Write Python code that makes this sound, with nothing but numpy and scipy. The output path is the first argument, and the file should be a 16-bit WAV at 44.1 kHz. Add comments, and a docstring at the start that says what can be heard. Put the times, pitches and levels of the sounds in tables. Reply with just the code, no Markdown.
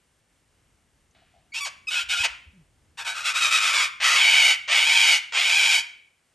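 """A faint distant rumble under thin hiss is heard first, then small knocks and three short harsh calls of a cockatoo;
the bird then stutters its way up to three long raspy screeches. Pulses from its syrinx range from clean to chaotic,
throat resonances and the beak edge colour them, and gliding near-sines add whistles. Brick walls return early
echoes and a diffuse tail. Soft bumps and one sliding low tone are gated sines; knocks are decaying bands of noise.
A hand-held phone with two microphone ports receives it all in an outdoor aviary."""
import sys
import numpy as np
from scipy import signal
from scipy.fft import rfft, irfft
from scipy.io import wavfile
from scipy.ndimage import uniform_filter1d

SR = 44100
rng = np.random.default_rng(int(sys.argv[2]) if len(sys.argv) > 2 else 0)


def master_out(mix):
    """Clip the mix to full scale and print it as 16-bit PCM to the path in sys.argv[1]."""
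    frames = np.transpose(np.atleast_2d(mix))
    ceiling = np.clip(frames, -1, 1)
    pcm = np.round(ceiling * 32767).astype(np.int16)
    wavfile.write(sys.argv[1], SR, pcm)


N = 279594
T = np.arange(N) / SR  # time axis, s
HZ = np.fft.rfftfreq(N, 1 / SR)  # frequency axis, Hz
STEPS = np.arange(0, N / SR, .0005)  # times at which the bird's controls are set, s

# Spectral density of the distant background: [f/Hz, relative level/dB per Hz]
AIR_COLOUR = [(15, -22.5), (25, -3), (93, -12), (298, -22), (349, -23.5), (1140, -29.5), (2180, -28.5),
              (2550, -32.5), (2820, -28.5), (3950, -35.5), (9030, -33.5), (12000, -21), (15600, -92),
              (22000, -120)]
# Course of the distant rumble: [t/s, level/dB]
RUMBLE_LEVEL = [(0, -71.5), (.7, -66), (2.8, -63), (4.5, -66), (6.3, -77.5)]
# Soft low tone that slides down: [start t/s, length/s, level/dB, start f/Hz, glide/(Hz/s)]
LOW_TONE_ROW = (2.53, .11, -54.5, 207, -630)
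# Soft bumps on the phone: [centre t/s, level/dB, f/Hz, Gaussian length/s]
BUMP_ROWS = [(2.088, -55.5, 63, 0.027), (2.208, -41, 82.8, 0.0057), (2.321, -54.5, 60, 0.021),
             (2.481, -47, 76.3, 0.011)]
# Faint knocks about the cages: [t/s, starting level/dB, centre f/Hz, width/Hz, decay/s]
KNOCK_ROWS = [(1.11, -63, 6300, 700, .005), (1.148, -58, 2200, 2400, .004), (1.149, -63, 2540, 2400, 0.22),
              (1.15, -64, 700, 160, .045), (1.22, -63, 715, 160, .019), (1.338, -61.5, 720, 130, .066)]

# Reflections from near walls: [delay t/s, level/dB]
WALL_ECHOES = [(.0032, -23.5), (.0086, -10), (.0099, -11), (0.013, -6)]
# Reverberation; the bird beams its treble forward, so the walls get little of it: [f/Hz, t60/s, relative level/dB]
AVIARY_RING = [(400, .42, -3), (1280, 0.44, 6), (2260, 0.52, 3.5), (3220, 0.49, 0.5), (5060, 0.37, 1),
               (9000, 0.36, -1.5)]
# Phase between the microphone ports: [f/Hz, lead of left/rad]
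PORT_LEAD = [(100, 0), (1100, .55), (1800, -.3), (3200, .65), (4200, .1), (8850, 0), (9200, -1.4),
             (10200, -3.14), (11000, -4.2), (11600, -6.28)]
# Level between the microphone ports: [f/Hz, left minus right level/dB]
PORT_LEVEL = [(200, 0), (900, 4), (1200, 2), (1500, 5), (2000, 0), (3000, -.6), (4000, 0)]
TOP_HZ = 12300  # upper limit of the partials and of the microphones

# Whistles that stand out of the calls: [start t/s, length/s, level/dB, start f/Hz, glide/(Hz/s)]
WHISTLE_ROWS = [(1.52, .033, -41, 2285, 499), (1.539, 0.057, -31, 2390, 6995),
                (1.607, 0.0076, -32.5, 2570, -2000), (1.87, .024, -28, 2570, -4000),
                (1.908, .11, -35, 1490, -1000), (1.945, 0.049, -31, 2525, 198.5),
                (2.095, 0.036, -29, 2570, -2400), (2.123, 0.047, -28.5, 1465, -1800),
                (2.172, .066, -29.5, 2500, 1206.5)]
# Broad tilt of the voice: [f/Hz, level/dB]
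THROAT_TILT = [(250, -45.5), (450, -27), (650, -23), (1000, -17), (1600, -11), (2600, -4.5), (3800, -8.5),
               (6000, -12.5), (9000, -16.5), (11000, -15), (12400, -42.5)]
# Shape of the three throat resonances: [half width/Hz, level/dB]
THROAT_PEAKS = [(119, 4.5), (238, 7), (200, 5.5)]
# A trough and two upper windpipe modes: [multiple of the third resonance, half width/Hz, level/dB]
WINDPIPE_MODES = [(.53, 190, -4.5), (1.57, 260, 4.5), (2.12, 330, 4.5)]
# Chaos at full roughness: share of hiss, spread of the partials, shimmer of the pulses
HISS, SLIP_HZ, SHIMMER = .62, 150, .35
QUIVER = .03  # rms share by which the resonances move, at any roughness
DOUBLING, DOUBLING_ABOVE_HZ = 0.88, 890  # rough high notes alternate strong and weak pulses
# Every push starts and stops this far below its level
CALL_FADE_DB, STUTTER_FADE_DB, SCREECH_FADE_DB = -13.5, -11, -15

# Harsh squawks of the short calls:
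# [start t/s, length/s, level/dB, f/Hz, roughness 0-1, first throat resonance f/Hz, beak edge share/dB]
SQUAWK_ROWS = [(1.537, 0.075, -33.5, 925.5, .95, 1000, -4), (1.88, 0.019, -22, 1231, 0.43, 1300, -5.5),
               (1.902, 0.13, -27.5, 800, 0.91, 1450, -7.5), (2.087, 0.085, -25, 781, .9, 1440, -7.5),
               (2.149, 0.1, -28.5, 773, 0.85, 1420, -6)]
SQUAWK_ATTACK_S, SQUAWK_RELEASE_S, SQUAWK_CHEST_DB = 0.018, 0.034, -15
SQUAWK_SECOND_HZ, SQUAWK_THIRD_HZ = 2860, 3520

# Clean yelps that end a call: [start t/s, length/s, level/dB, chest share/dB, beak edge share/dB]
YELP_ROWS = [(1.601, .081, -31, -8, -3.5), (2.231, .032, -19.5, -10.5, -7.5)]
YELP_HZ, YELP_END_HZ, YELP_ROUGH, YELP_FADE_S = 1165.7, 448.7, 0.2082, 0.013
COLLAPSE_LEAD_S, COLLAPSE_S = .019, .006  # pitch is halfway down this long before the end; speed of the fall
YELP_SECOND_HZ, YELP_THIRD_HZ = 2450, 3090

# Stuttering pushes of air that work up to the screeches: [start t/s, length/s, level/dB, f/Hz]
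STUTTER_ROWS = [(2.974, 0.055, -30, 874.6), (3.046, 0.088, -28.5, 786.4), (3.135, 0.11, -33, 1354),
                (3.241, 0.082, -22.5, 1325), (3.338, 0.082, -23, 1271), (3.398, .1, -20, 1245),
                (3.499, 0.11, -19.5, 1226), (3.594, 0.15, -22, 1207), (3.712, 0.16, -21.5, 1181)]
STUTTER_ATTACK_S, STUTTER_RELEASE_S, STUTTER_ROUGH = 0.034, 0.057, .9
STUTTER_MOUTH_HZ, STUTTER_SAG_PER_S = (1490, 2480, 3776), 0.13  # throat resonances and their rate of sinking
# Chest share at the hardest push, beak edge share, and dB of chest share gained per dB of weakening
STUTTER_CHEST_DB, STUTTER_EDGE_DB, CHEST_LOSS = -9, -6.5, .35

# Long screeches: [start t/s, length/s, level/dB, f/Hz, throat tuning ratio, beak edge share/dB,
# time to a brief slackening/s, time to the crest/s, opening time in the high register/s]
SCREECH_ROWS = [(4.001, .55, -18.5, 763, 0.993, -12, 0.12, .3, .2),
                (4.676, 0.51, -19, 783.3, 1.018, -10.5, .17, .24, 0.0015),
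                (5.322, 0.49, -20.5, 805.6, 1.036, -10, 0.11, .24, 0.0018)]
SCREECH_ATTACK_S, SCREECH_RELEASE_S, SWELL_DB_PER_S = 0.06, 0.064, 3
SLACK_DB, SLACK_S = -2.5, 0.051
SCOOP, SCOOP_S = .42, 0.054  # pitch and first resonance start low by this share and rise quickly
ARCH_PER_S2 = 1.05  # share by which pitch and throat droop on either side of the crest
# Throat resonances at the crest, before tuning: [f/Hz]
SCREECH_MOUTH = (940, 2257, 3176)
SCREECH_ROUGH, CLEARING_PER_S = 1.03, .5  # roughness at the start and its loss per second
SCREECH_CHEST_DB, SCOOP_CHEST_DB = -17, 10.5
FLARE_DB, FLARE_S = 4.5, 0.27  # the beak gapes and brightens the end
# The high register, its added shares, and the time it takes to flip in or out
HIGH_HZ, HIGH_CHEST_DB, HIGH_EDGE_DB, FLIP_S = 1270.7, 9, 5, .045


def undb(db):
    """Level in decibels expressed as an amplitude ratio."""
    return 10 ** (np.asarray(db) / 20)


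def unit(x):
    """Normalisation to unit rms amplitude."""
    return x / np.sqrt(np.mean(x ** 2))


def ramp(x):
    """Linear transition limited to the range 0 to 1."""
    return np.clip(x, 0, 1)


def curves(rows):
    """Linear interpolation in time of each column of a table."""
    s, *columns = np.transpose(rows)
    return [np.interp(T, s, column) for column in columns]


def spectrum(points):
    """Interpolation of a spectrum along a logarithmic frequency axis."""
    hz, value = np.transpose(points)
    return np.interp(np.log(HZ + 1), np.log(hz), value)


def shaped(x, response):
    """Linear filtering as multiplication of spectra."""
    return irfft(rfft(x) * response, N)


def band(hz, width_hz):
    """Resonance curve: a squared Lorentzian with steep skirts."""
    return 1 / (1 + ((HZ - hz) / width_hz) ** 2) ** 2


def noise(response):
    """Coloured noise: white noise filtered and brought to unit rms."""
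    return unit(shaped(rng.standard_normal(N), response))


def wander(rate_hz):
    """Random modulation: low-pass noise reaching up to about the given rate."""
    return noise(band(0, rate_hz))


def steady(x):
    """Level normalisation by a running rms, which leaves the rapid rasp."""
    return x / np.sqrt(uniform_filter1d(x ** 2, size=1500) + 1e-12)


def tone(row, unrest, overtone_db, fullness=.6):
    """Frequency modulation: a gliding near-sine with two overtones, each weaker by the same step, in one arch."""
    start, length, db, hz, glide = row
    on = (T >= start) & (T < start + length)
    t = T[on] - start
    phase = 2 * np.pi * np.cumsum((hz + glide * t) * (1 + unrest[on])) / SR
    wave = unit(sum(undb(overtone_db * k) * np.sin((k + 1) * phase) for k in range(3)))
    out = np.zeros(N)
    out[on] = wave * undb(db) * np.abs(np.sin(np.pi * t / length)) ** fullness
    return out


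def background(flicker_db=0.6, side_db=-12, hiss_db=-66.5, low_cut_hz=42, top_hz=10500):
    """Superposed noise: a distant rumble swells and fades under thin hiss, nearly alike on both sides."""
    low_cut = 1 + (low_cut_hz / (HZ + 1)) ** 4
    high_cut = 1 + (HZ / top_hz) ** 20
    colour = undb(spectrum(AIR_COLOUR)) / low_cut / high_cut
    level_db, = curves(RUMBLE_LEVEL)
    side = undb(side_db) * noise(colour)
    air = noise(colour) + np.array([side, -side])
    rumble = shaped(air, band(0, 600))
    hiss = air - rumble
    flicker = undb(flicker_db * wander(5.9))
    return (rumble * undb(level_db) + hiss * undb(hiss_db)) * flicker


def low_tone(jitter=0.03):
    """Downward glide of a soft near-sine with slight random frequency modulation."""
    return tone(LOW_TONE_ROW, jitter * wander(440), overtone_db=-22)


def bumps():
    """Brief low-frequency oscillation in a Gaussian envelope as the hand shifts."""
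    out = np.zeros(N)
    for s, db, hz, length in BUMP_ROWS:
        shudder = np.sqrt(2) * np.sin(2 * np.pi * hz * (T - s))
        out += undb(db) * shudder * np.exp(-.5 * ((T - s) / length) ** 2)
    return out


def knocks():
    """Exponential decay: each knock is a resonant band of noise that starts at once and dies away."""
    out = np.zeros(N)
    for s, db, hz, width, decay in KNOCK_ROWS:
        out += undb(db) * noise(band(hz, width)) * (T >= s) * np.exp(-np.abs(T - s) / decay)
    return out


def aviary(x, wet_db=-13, side_db=-1, build_s=0.003):
    """Reflection and reverberation: early wall echoes, then a diffuse tail that lasts longest in the middle range."""
    echoes = sum(undb(db) * np.exp(-2j * np.pi * HZ * s) for s, db in WALL_ECHOES)
    early = shaped(x, 1 + echoes)  # direct sound and echoes
    t, hz = T[:SR], np.fft.rfftfreq(SR, 1 / SR)
    ring_hz, ring_t60, ring_db = np.transpose(AVIARY_RING)
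    white, tail = rfft(rng.standard_normal((2, SR))), 0
    for centre in 290 * 2. ** np.arange(0, 6, .5):  # overlapping half-octave bands
        share = np.clip(1 - 2 * np.abs(np.log2((hz + 1) / centre)), 0, 1)
        fading = np.exp(-np.log(1000) * t / np.interp(centre, ring_hz, ring_t60))
        tail = tail + undb(np.interp(centre, ring_hz, ring_db)) * irfft(white * share) * fading
    tail = tail * (1 - np.exp(-t / build_s))
    mid, side = (undb(wet_db) * signal.fftconvolve(x, h / np.linalg.norm(h))[:N] for h in tail)
    side = undb(side_db) * shaped(side, band(1200, 1800))
    return early + mid + np.array([side, -side])


def whistles(jitter=0.02):
    """Nearly pure tones of the bird, with glide and random frequency modulation."""
    unrest = jitter * wander(440)
    return sum(tone(row, unrest, overtone_db=-11.5) for row in WHISTLE_ROWS)


def push(t, length, attack_s, release_s, fade_db):
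    """Amplitude envelope in dB of one push of air: attack from the fade level, hold, release to it, silence."""
    attack = ramp(1 - t / attack_s) ** 2
    release = ramp(1 - (length - t) / release_s) ** 2
    return np.where(t < length, fade_db * (attack + release), -120)


def squawk(t, length, db, hz, rough, first_hz, edge_db):
    """Forced chaotic vibration: a short rough push with set pitch and resonance centres."""
    level_db = db + push(t, length, SQUAWK_ATTACK_S, SQUAWK_RELEASE_S, CALL_FADE_DB)
    return level_db, hz, rough, SQUAWK_CHEST_DB, edge_db, first_hz, SQUAWK_SECOND_HZ, SQUAWK_THIRD_HZ


def yelp(t, length, db, chest_db, edge_db):
    """Sigmoid fall of frequency: a clean note collapses at its end and the first resonance follows it."""
    fall = 1 + np.exp((t - length + COLLAPSE_LEAD_S) / COLLAPSE_S)
    hz = YELP_END_HZ + (YELP_HZ - YELP_END_HZ) / fall
    level_db = db + push(t, length, YELP_FADE_S, YELP_FADE_S, CALL_FADE_DB)
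    return level_db, hz, YELP_ROUGH, chest_db, edge_db, hz, YELP_SECOND_HZ, YELP_THIRD_HZ


def stutter(t, length, db, hz):
    """Effort-dependent timbre: weak chaotic pushes have more chest tone, and the throat sinks through the run."""
    level_db = db + push(t, length, STUTTER_ATTACK_S, STUTTER_RELEASE_S, STUTTER_FADE_DB)
    hardest_db = max(row[2] for row in STUTTER_ROWS)
    chest_db = STUTTER_CHEST_DB + CHEST_LOSS * (hardest_db - db)
    sag = np.exp(-STUTTER_SAG_PER_S * (STEPS - STUTTER_ROWS[0][0]))
    mouth = [centre * sag for centre in STUTTER_MOUTH_HZ]
    return level_db, hz, STUTTER_ROUGH, chest_db, STUTTER_EDGE_DB, *mouth


def long_screech(t, length, db, hz, tuning, edge_db, slack_at, crest_at, high_for):
    """Coupled pitch and resonance: both scoop up and arch over while the tone swells, clears and ends bright."""
    level_db = db + push(t, length, SCREECH_ATTACK_S, SCREECH_RELEASE_S, SCREECH_FADE_DB)
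    slack_db = SLACK_DB * np.exp(-((t - slack_at) / SLACK_S) ** 2)
    level_db = level_db + SWELL_DB_PER_S * t + slack_db
    high = ramp(np.minimum(t, high_for - t) / FLIP_S)  # share of the high register
    scoop = np.exp(-t / SCOOP_S)
    arch = 1 - ARCH_PER_S2 * (t - crest_at) ** 2
    low_share = (1 - high) * (1 - SCOOP * scoop)
    first, second, third = (centre * tuning * arch for centre in SCREECH_MOUTH)
    pitch = high * HIGH_HZ + low_share * hz * arch
    first = high * HIGH_HZ + low_share * first
    rough = SCREECH_ROUGH - CLEARING_PER_S * t
    chest_db = SCREECH_CHEST_DB + np.maximum(SCOOP_CHEST_DB * scoop, HIGH_CHEST_DB * high)
    edge_db = edge_db + HIGH_EDGE_DB * high + FLARE_DB * np.exp((t - length) / FLARE_S)
    return level_db, pitch, rough, chest_db, edge_db, first, second, third


def performance():
    """Succession of control states: each call in turn sets level, pitch, roughness, shares and resonances."""
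    kinds = (squawk, SQUAWK_ROWS), (yelp, YELP_ROWS), (stutter, STUTTER_ROWS), (long_screech, SCREECH_ROWS)
    calls = sorted(((row, kind) for kind, rows in kinds for row in rows), key=lambda call: call[0][0])
    controls = None
    for (start, length, *rest), kind in calls:
        t = np.clip(STEPS - start, 0, length)
        new = np.array(np.broadcast_arrays(*kind(t, length, *rest)))
        controls = new if controls is None else np.where(STEPS >= start, new, controls)
    controls[0, STEPS < calls[0][0][0]] = -120  # silent before the first call
    return curves(np.column_stack([STEPS, *controls]))


def syrinx(hz, rough, jitter=0.0184, wobble=.03, rattle=0.1, flutter=0.098):
    """Chaotic oscillation: pulse period, shape and strength lose order with roughness; air hisses at each opening."""
    rough = np.clip(rough, 0, 1.1)
    unrest = jitter * wander(586) + wobble * wander(47.69)
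    phase = 2 * np.pi * np.cumsum(hz * (1 + rough * unrest)) / SR
    # The two sides of the membrane slip against each other, which tears all partials equally wide
    slip = 2 * np.pi * np.cumsum(SLIP_HZ * rough * wander(300.5)) / SR
    # Upper partials lag, so each pulse is a short chirp
    partials = (np.cos(k * phase + slip - k ** 2 / 10) * (k * hz < TOP_HZ) for k in np.arange(1, 17))
    pulses = steady(sum(partials))
    doubling = DOUBLING * rough ** 2 * (hz > DOUBLING_ABOVE_HZ) * np.cos(phase / 2)
    strength = 1 + doubling + SHIMMER * rough * wander(1300)
    air = HISS * rough ** 2 * (1 + .5 * np.cos(phase)) * rng.standard_normal(N)
    return (pulses * strength + air) * np.exp(rough * (rattle * wander(320) + flutter * wander(70)))


def throat(source, mouth):
    """Source-filter principle: a broad tilt with moving resonances, which quiver with the tongue."""
    hz, s, frames = signal.stft(source, SR, nperseg=512, noverlap=384)
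    first, second, third = (np.interp(s, T, centre * (1 + QUIVER * wander(28))) for centre in mouth)
    peaks = [(centre, *shape) for centre, shape in zip((first, second, third), THROAT_PEAKS)]
    peaks += [(multiple * third, width, db) for multiple, width, db in WINDPIPE_MODES]
    peaks_db = sum(db / (1 + ((hz[:, None] - centre) / width) ** 2) for centre, width, db in peaks)
    tilt_db = np.interp(hz, HZ, spectrum(THROAT_TILT))[:, None]
    _, voice = signal.istft(frames * undb(tilt_db + peaks_db), SR, nperseg=512, noverlap=384)
    return voice[:N]


def cockatoo():
    """Division of power between bands: the filtered syrinx shifts weight between chest, core and open beak edge."""
    level_db, hz, rough, chest_share_db, edge_share_db, *mouth = performance()
    voice = throat(syrinx(hz, rough), mouth)
    chest_share, edge_share = undb(chest_share_db), undb(edge_share_db)
    core_share = np.sqrt(np.clip(1 - chest_share ** 2 - edge_share ** 2, .1, 1))
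    below = 1 / (1 + (HZ / 1750) ** 12)
    above = 1 - 1 / (1 + (HZ / 3900) ** 12)
    chest = chest_share * steady(shaped(voice, below))
    core = core_share * steady(shaped(voice, 1 - below - above))
    edge = edge_share * steady(shaped(voice, above))
    return (chest + core + edge) * uniform_filter1d(undb(level_db), size=220)


def scene(voice_db=-1):
    """Superposition of the bird in its aviary and the small sounds around it."""
    bird = aviary(undb(voice_db) * cockatoo() + whistles())
    return background() + low_tone() + bumps() + knocks() + bird


def record(dry):
    """Two-port reception: the ports differ in phase and level, and a steep low-pass removes the top."""
    half = np.exp(.5j * spectrum(PORT_LEAD)) * undb(spectrum(PORT_LEVEL) / 2)
    ports = np.array([shaped(dry[0], half), shaped(dry[1], 1 / half)])
    return signal.sosfilt(signal.ellip(10, .2, 80, TOP_HZ, fs=SR, output="sos"), ports)


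dry = scene()
out = record(dry)
master_out(out)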